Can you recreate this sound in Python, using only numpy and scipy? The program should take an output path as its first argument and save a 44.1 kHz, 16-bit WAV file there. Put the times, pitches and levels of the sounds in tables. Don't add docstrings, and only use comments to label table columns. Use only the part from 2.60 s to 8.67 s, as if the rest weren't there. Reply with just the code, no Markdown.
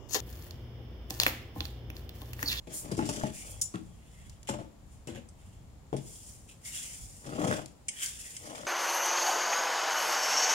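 import sys
import numpy as np
from scipy import signal
from scipy.fft import rfft, irfft, next_fast_len
from scipy.io import wavfile
from scipy.ndimage import uniform_filter1d, map_coordinates

SR = 44100
rng = np.random.default_rng(int(sys.argv[2]) if len(sys.argv) > 2 else 0)


def materialize(psi):
    bounded = np.clip(np.atleast_2d(psi).T, -1, 1)
    quanta = np.round(bounded * 32767).astype(np.int16)
    wavfile.write(sys.argv[1], SR, quanta)


N = 267589

# start_s, thud_db, ring_db, favoured_hz, rock_t60_s, grit_db
LANDINGS = [(0.072, -50.5, -54.5, 475, 0.079, -47.5), (0.314, -37, -46, 550, 0.15, -48),
            (0.377, -35, -52, 514, 0.075, -50), (0.389, -36.5, -37.5, 1010, 0.08, -41.5),
            (0.424, -38.5, -50, 890, 0.11, -42.5), (0.49, -42.5, -44, 970, 0.067, -38.5),
            (0.635, -37, -37.5, 660, 0.019, -53), (0.664, -49, -63, 620, 0.03, -63),
            (1.14, -40.5, -48.5, 1270, 0.15, -44.5), (1.888, -38.5, -39, 960, 0.14, -38.5),
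            (1.938, -46.5, -44.5, 760, 0.085, -42), (1.986, -49, -47.5, 730, 0.28, -49.5),
            (2.473, -44.5, -48.5, 590, 0.35, -45), (2.549, -47, -53.5, 610, 0.21, -46),
            (3.328, -44, -37.5, 523, 0.06, -45.5), (3.336, -38, -44.5, 523, 0.15, -50.5)]
# start_s, rise_s, hold_s, fall_s, body_db, wall_db, grit_db
DRAGS = [(0.07, 0.038, 0.041, 0.045, -49.5, -56, -59.5), (0.202, 0.044, 0.0089, 0.62, -43, -50, -59),
         (0.299, 0.21, 0.16, 0.073, -40, -47, -54), (0.759, 0.066, 0.19, 0.036, -66, -60.5, -83),
         (4.615, 0.053, 0.21, 0.18, -43.5, -49, -60), (4.71, 0.13, 0.067, 0.075, -29, -31, -46.5),
         (4.88, 0.058, 0.052, 0.066, -44.5, -41, -50.5), (5.778, 0.08, 0.3, .15, -51.5, -49, -56)]
# freq_hz, level_db
GRIND_TONE = [(100, -3.5), (600, 1), (1700, 3), (2600, -11.5), (5000, -27)]
# freq_hz, level_db
GRIT_TONE = [(1500, -29), (4100, -12.5), (5100, -3.5), (9500, -1.5), (11500, -10), (15000, -13.5)]
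# freq_hz, level_db
STONE_TONE = [(300, -62), (1300, -9), (1900, 1), (3400, 1.5), (4300, -16), (6000, -33)]


def pot_modes(split_hz=440):
    # pitch_hz, level_db, t60_s
    modes = [(96.4, -6, 0.082), (131.2, 2, 0.15), (190, -1.5, 0.17), (228, -1, 0.15), (312, 1.5, 0.15),
             (407.3, -2, 0.085), (493, 0, 0.079), (609.4, 0.5, 0.087), (824, -2, 0.065),
             (1053, -4.5, 0.054), (1333, -0.5, 0.031)]
    return [m for m in modes if m[0] < split_hz], [m for m in modes if m[0] >= split_hz]


def pot_bumps(body_db=0.5, wall_db=-1, rock_db=-15, focus_db=14, grind_db=-5, detune=0.055):
    out, t = np.zeros(N), np.arange(SR // 4) / SR
    for s, thud_db, ring_db, favoured_hz, rock_t60, _ in LANDINGS:
        rocking = decay(t, rock_t60)
        force = amp(rock_db) * rocking * grains(len(t), rate=1400, spread_db=3.5)
        force[0] = 1
        body, wall = ([(hz * (1 + detune * rng.standard_normal()), db, t60) for hz, db, t60 in part]
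                      for part in pot_modes())
        struck = [(hz, db - focus_db * np.log2(hz / favoured_hz) ** 2, t60) for hz, db, t60 in wall]
        lowpass = signal.butter(2, 1.82 * favoured_hz, fs=SR, output="sos")
        soft = np.vstack([lowpass, lowpass])
        sand = signal.sosfilt(soft, coloured(rng.standard_normal(len(t)), GRIND_TONE))
        boom = signal.fftconvolve(force, ring(body, vary_db=1.5))
        knock = signal.fftconvolve(force, ring(struck, length=0.97, vary_db=-2.0))
        add(out, s, amp(thud_db + body_db) * unit_burst(boom))
        add(out, s, amp(ring_db + wall_db) * unit_burst(signal.sosfilt(soft, knock)))
        add(out, s, amp(ring_db + grind_db) * unit_burst(rocking * sand))
    return out


def ground_thuds(level_db=-4, t60=0.23, attack_s=0.0013):
    # freq_hz, level_db
    thud_tone = [(40, -34), (85, 7), (190, 2), (300, 4), (480, -8), (900, -46), (2500, -84)]
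    out, t = np.zeros(N), np.arange(SR // 3) / SR
    for s, thud_db, *_ in LANDINGS:
        thud = coloured(rng.standard_normal(len(t)), thud_tone) * decay(t, t60) * attack(t, attack_s)
        add(out, s, amp(thud_db + level_db) * unit_burst(thud))
    return out


def rim_taps(chatter_t60=0.079):
    # start_s, level_db
    taps = [(1.873, -59), (2.474, -51), (2.572, -57.5)]
    # pitch_hz, level_db, t60_s
    rim_modes = [(2590, 4, 0.04), (2936, 1, 0.034)]
    out, t = np.zeros(N), np.arange(SR // 20) / SR
    for s, db in taps:
        chatter = rng.standard_normal(len(t)) * decay(t, chatter_t60)
        add(out, s, amp(db) * unit_burst(signal.fftconvolve(chatter, ring(rim_modes))) / 2)
    return out


def pot_drags(body_db=-2, wall_db=-2, grind_db=-6.5):
    slips = grains(N, rate=520, spread_db=2.5)
    body, wall = (unit(signal.fftconvolve(slips, ring(part, length=0.41))[:N]) for part in pot_modes())
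    sand = coloured(slips + grains(N, rate=900, spread_db=10.0), GRIND_TONE)
    grind = wandering_contact(sand[None], depth_db=5.0)[0]
    body_gain, wall_gain, _ = pushes(DRAGS)
    return amp(body_db) * body_gain * body + wall_gain * (amp(wall_db) * wall + amp(grind_db) * grind)


def tool_scrapes(fine_db=-2.0, jerk_db=1.7):
    # start_s, rise_s, hold_s, fall_s, grit_db, stones_over_grit_db
    strokes = [(0.69, 0.077, 0.015, 0.46, -46, -11.5), (1.228, 0.33, 0.031, 0.4, -63, -2.5),
               (2.21, 0.12, 0.018, 0.13, -65, -11), (2.704, 0.1, 0.11, 0.26, -67.5, -4.5),
               (3.315, 0.16, 0.22, 0.33, -52.5, -17), (3.871, 0.022, 0.028, 0.036, -54, -4),
               (4.026, 0.034, 0.0088, 0.12, -39.5, -10.5), (4.092, 0.062, 0.022, 0.3, -39.5, -10.5),
               (4.184, 0.12, 0.039, 0.67, -48, -15.5), (5.319, 0.11, 0.021, 0.16, -37, -7),
               (5.492, 0.11, .02, 0.71, -46, -10)]
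    fine, coarse = pushes([(*timing, db, db + stones_db) for *timing, db, stones_db in strokes])
    grit = amp(fine_db) * fine * coloured(spray(N, rate=3700, spread_db=1.0, shared=0.034), GRIT_TONE)
    stones = coarse * coloured(spray(N, rate=2000, spread_db=2.5, shared=0.66), STONE_TONE)
    return (grit + wandering_contact(stones, depth_db=3.5)) * amp(jerk_db * wobble(60))


def grit_crunches(burst_db=-8, rise_share=0.053, jerk_db=3, snap_db=6, snap_t60=0.0055):
    # start_s, level_db, stones_over_grit_db, t60_s
    ticks = [(0.316, -32, -13, 0.053), (0.368, -35, -18, 0.11), (0.456, -33.5, -24, 0.13),
             (0.49, -27, -30, 0.085), (0.528, -34, -12, 0.19), (0.598, -36, -22, 0.026),
             (1.156, -45.5, 8.5, 0.02), (1.696, -39, -11, 0.035), (1.83, -42, -9, 0.024),
             (1.873, -34.5, 1, 0.15), (1.89, -31.5, -9, 0.063), (2.472, -37, -20, 0.056),
             (3.366, -41, 1, 0.11), (4.05, -37, -8, 0.06), (5.059, -33.5, -13, 0.016),
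             (5.46, -21.5, -28, 0.042)]
    # freq_hz, level_db
    crush_tone = [(1500, -51), (4100, -5), (5100, 4), (7500, 0.5), (10500, -3.5), (14000, -17)]
    drag_stones_db, landing_stones_db = -1, 5.5
    t = np.arange(SR // 3) / SR
    fine = pushes(DRAGS)[-1] * amp(jerk_db * wobble(90))
    coarse = amp(drag_stones_db) * fine
    under_pots = [(s, db, landing_stones_db, 0.75 * rock_t60) for s, *_, rock_t60, db in LANDINGS]
    snap = amp(snap_db) * decay(t, snap_t60) * attack(t, snap_t60 / 10)
    for s, db, stones_db, t60 in ticks + under_pots:
        crumble = decay(t, t60) * attack(t, rise_share * t60)
        burst = amp(db + burst_db) * (snap + crumble)
        add(fine, s, burst)
        add(coarse, s, amp(stones_db) * burst)
    grit = wandering_contact(spray(N, rate=6400, spread_db=2.0, shared=0.033), depth_db=2.5)
    return fine * coloured(grit, crush_tone) + coarse * coloured(grit, STONE_TONE)


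def blade_clink(ring_db=-33, buzz_db=3.5, crack_t60=0.075, touch_db=2, touch_t60=0.011):
    # start_s, crack_db
    contacts = [(1.014, -36), (1.0164, -29), (1.0185, -33)]
    # pitch_hz, level_db, t60_s
    blade_modes = [(5482, -6, 0.2), (5814, -7, 0.1), (6207, -4, 0.15), (7053, -6, 0.23), (7110, -9, 0.18),
                   (7931, -1, 0.13), (8121, -8, 0.19), (9180, -12, 0.17), (10313, -12, 0.2),
                   (10579, -6, 0.15), (14930, -11, 0.11)]
    out, t = np.zeros((2, N)), np.arange(SR // 2) / SR
    swing = 1 + amp(touch_db) * decay(t, touch_t60)
    for channel in out:
        buzz = amp(ring_db + buzz_db * wobble(596)[:len(t)])
        add(channel, contacts[0][0], swing * buzz * ring(blade_modes, vary_db=4.0))
        for s, db in contacts:
            crack = decay(t, crack_t60) * coloured(rng.standard_normal(len(t)), GRIT_TONE)
            add(channel, s, amp(db) * crack)
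    return out


def dry_snaps(break_t60=0.054, ring_t60=0.0064, rise_s=0.00044):
    # start_s, level_db, low_cut_hz
    breaks = [(0.49, -44, 1700), (1.888, -52, 4500), (2.687, -58, 4800), (3.365, -51, 4500),
              (5.283, -34, 1930), (5.2875, -37, 1890), (5.765, -42, 1800)]
    # pitch_hz, level_db
    brittle_modes = [(2200, -2), (3150, -3), (5100, -2), (6300, 0), (7700, 2), (8950, 0.5), (10900, -10)]
    out, t = np.zeros((2, N)), np.arange(SR // 20) / SR
    envelope = decay(t, break_t60) * attack(t, rise_s)
    for s, db, low_cut_hz in breaks:
        fractures = envelope * spray(len(t), rate=8300, spread_db=-1.5, shared=0.19)
        piece = ring([(hz, level, ring_t60) for hz, level in brittle_modes], vary_db=1.5)
        low_cut = signal.butter(6, low_cut_hz, btype="high", fs=SR, output="sos")
        for channel, force in zip(out, fractures):
            snap = signal.sosfilt(low_cut, signal.fftconvolve(force, piece))
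            add(channel, s, amp(db) * unit_burst(snap) / 2)
    return out


def leaf_swishes():
    # start_s, rise_s, hold_s, fall_s, level_db
    swishes = [(0.115, 0.026, 0.051, 0.086, -40), (0.874, 0.037, 0.0072, 0.019, -47.5)]
    # freq_hz, level_db
    leaf_tone = [(3500, -19.5), (5500, -8.5), (9500, -2), (15000, -11)]
    return pushes(swishes)[0] * coloured(rng.standard_normal((2, N)), leaf_tone)


def garden_wall(x, wet_db):
    # freq_hz, t60_s
    wall_decay = [(150, 0.67), (1000, 0.27), (5000, 0.3), (14000, 0.16)]
    hz, t, noise = signal.stft(rng.standard_normal((2, SR // 2)), SR, nperseg=128)
    tail = signal.istft(noise * decay(t, along(wall_decay, hz)[:, None]), SR, nperseg=128)[1]
    tail /= np.linalg.norm(tail, axis=1, keepdims=True)
    delayed = np.pad(np.atleast_2d(x), ((0, 0), (SR // 70, 0)))
    answer = signal.fftconvolve(delayed, tail, axes=1)[:, :N]
    return from_left(x + amp(wet_db) * answer)


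def from_left(x, lead_s=0.00031):
    # freq_hz, left_minus_right_db
    shade = [(50, 9), (150, 6), (600, 9), (1200, -0.5), (2500, -2), (6000, 3), (9000, -3), (13000, 1.5)]
    side = np.array([[0.5], [-0.5]])
    return filtered(x, lambda hz: amp(side * along(shade, hz)) * np.exp(2j * np.pi * hz * side * lead_s))


def outdoor_rumble(level_db=-54, swell_db=2, left_db=1, rumble_hz=150):
    # freq_hz, level_db
    bed_tone = [(20, -13), (55, 3), (100, -0.5), (200, -8), (380, -17.5), (800, -19), (1500, -28.5),
                (7100, -36), (14700, -43)]
    # freq_hz, correlation
    likeness = [(25, 0.42), (100, 0.97), (1500, 0.0075), (5000, 0.028)]
    # time_s, level_db
    ride = [(0, 2), (2.4, 2.5), (6.07, -3)]

    def mid_side_gains(hz):
        width = np.arccos(along(likeness, hz)) / 2
        return amp(along(bed_tone, hz)) * [np.cos(width), np.sin(width)]

    mid, side = filtered(rng.standard_normal((2, N)), mid_side_gains)
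    air = unit(np.array([amp(left_db) * (mid + side), mid - side]))
    rumble = filtered(air, lambda hz: 1 / (1 + (hz / rumble_hz) ** 4))
    hiss = air - rumble
    ride_db = np.interp(np.arange(N) / SR, *np.transpose(ride))
    swell = amp(ride_db + swell_db * wobble(7))
    return amp(level_db) * (hiss + swell * rumble)


def grains(size, rate, spread_db):
    hits = (rng.random(size) < rate / SR) * np.sign(rng.standard_normal(size))
    return hits * amp(spread_db * np.minimum(rng.exponential(size=size), 4))


def spray(size, rate, spread_db, shared):
    direct = np.sqrt(shared) * grains(size, rate, spread_db)
    return direct + np.sqrt(1 - shared) * grains((2, size), rate, spread_db)


def ring(modes, length=1, vary_db=0):
    t = np.arange(SR // 2) / SR
    out = np.zeros(len(t))
    for k, (hz, db, t60) in enumerate(modes):
        strength = (-1) ** k * amp(db + vary_db * rng.standard_normal())
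        out += strength * decay(t, t60 * length) * np.sin(2 * np.pi * hz * t)
    return out


def wandering_contact(x, depth_db):
    bands = signal.stft(x, nperseg=512)[2]
    patches = uniform_filter1d(rng.standard_normal(bands.shape[1:]), size=4, axis=0)
    patches = uniform_filter1d(patches, size=12, axis=1)
    return signal.istft(bands * amp(depth_db * unit(patches)), nperseg=512)[1][:, :N]


def push(start, rise, hold, fall, edge_db=22):
    t = np.arange(N) / SR - start - rise
    edges = np.maximum(-t, 0) / rise + np.maximum(t - hold, 0) / fall
    return amp(-np.minimum(edge_db * edges, 200))


def pushes(rows):
    shapes = np.array([push(*row[:4]) for row in rows])
    gains = amp([row[4:] for row in rows])
    return np.sqrt(gains.T ** 2 @ shapes ** 2)


def amp(db):
    return 10 ** (np.asarray(db) / 20)


def decay(t, t60):
    return amp(-60 * t / t60)


def attack(t, rise_s):
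    return 1 - np.exp(-t / rise_s)


def unit(x):
    return x / np.sqrt(np.mean(x ** 2) + 1e-20)


def unit_burst(x):
    return x * np.sqrt(SR / 20 / np.sum(x ** 2))


def along(points, hz):
    freqs, values = np.transpose(points)
    return np.interp(np.log(hz + 1), np.log(freqs + 1), values)


def wobble(rate):
    return map_coordinates(rng.standard_normal(int(N * rate / SR) + 4), [np.arange(N) * rate / SR])


def filtered(x, response):
    size = x.shape[-1]
    padded = next_fast_len(size + 8192)
    return irfft(rfft(x, padded) * response(np.fft.rfftfreq(padded, 1 / SR)), padded)[..., :size]


def coloured(x, tone):
    return unit(filtered(x, lambda hz: amp(along(tone, hz))))


def add(track, s, sound):
    part = track[round(s * SR):][:len(sound)]
    part += sound[:len(part)]


def scene():
    pots = garden_wall(pot_bumps() + rim_taps() + ground_thuds() + pot_drags(), wet_db=-13.5)
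    soil = garden_wall(tool_scrapes() + grit_crunches() + leaf_swishes(), wet_db=-9.0)
    accents = garden_wall(blade_clink() + dry_snaps(), wet_db=-12)
    return pots + soil + accents + outdoor_rumble()


def record(dry, top_hz=15800):
    # centre_hz, width_hz, boost_db
    ports = [(7200, 770, 10.5), (9060, 970, 5.5)]

    def response(hz):
        peaks = [amp(db / (1 + (2 * (hz - centre) / width) ** 2)) for centre, width, db in ports]
        return np.array(peaks) * (hz < top_hz)

    return filtered(dry, response)


dry = scene()
out = record(dry)
materialize(out)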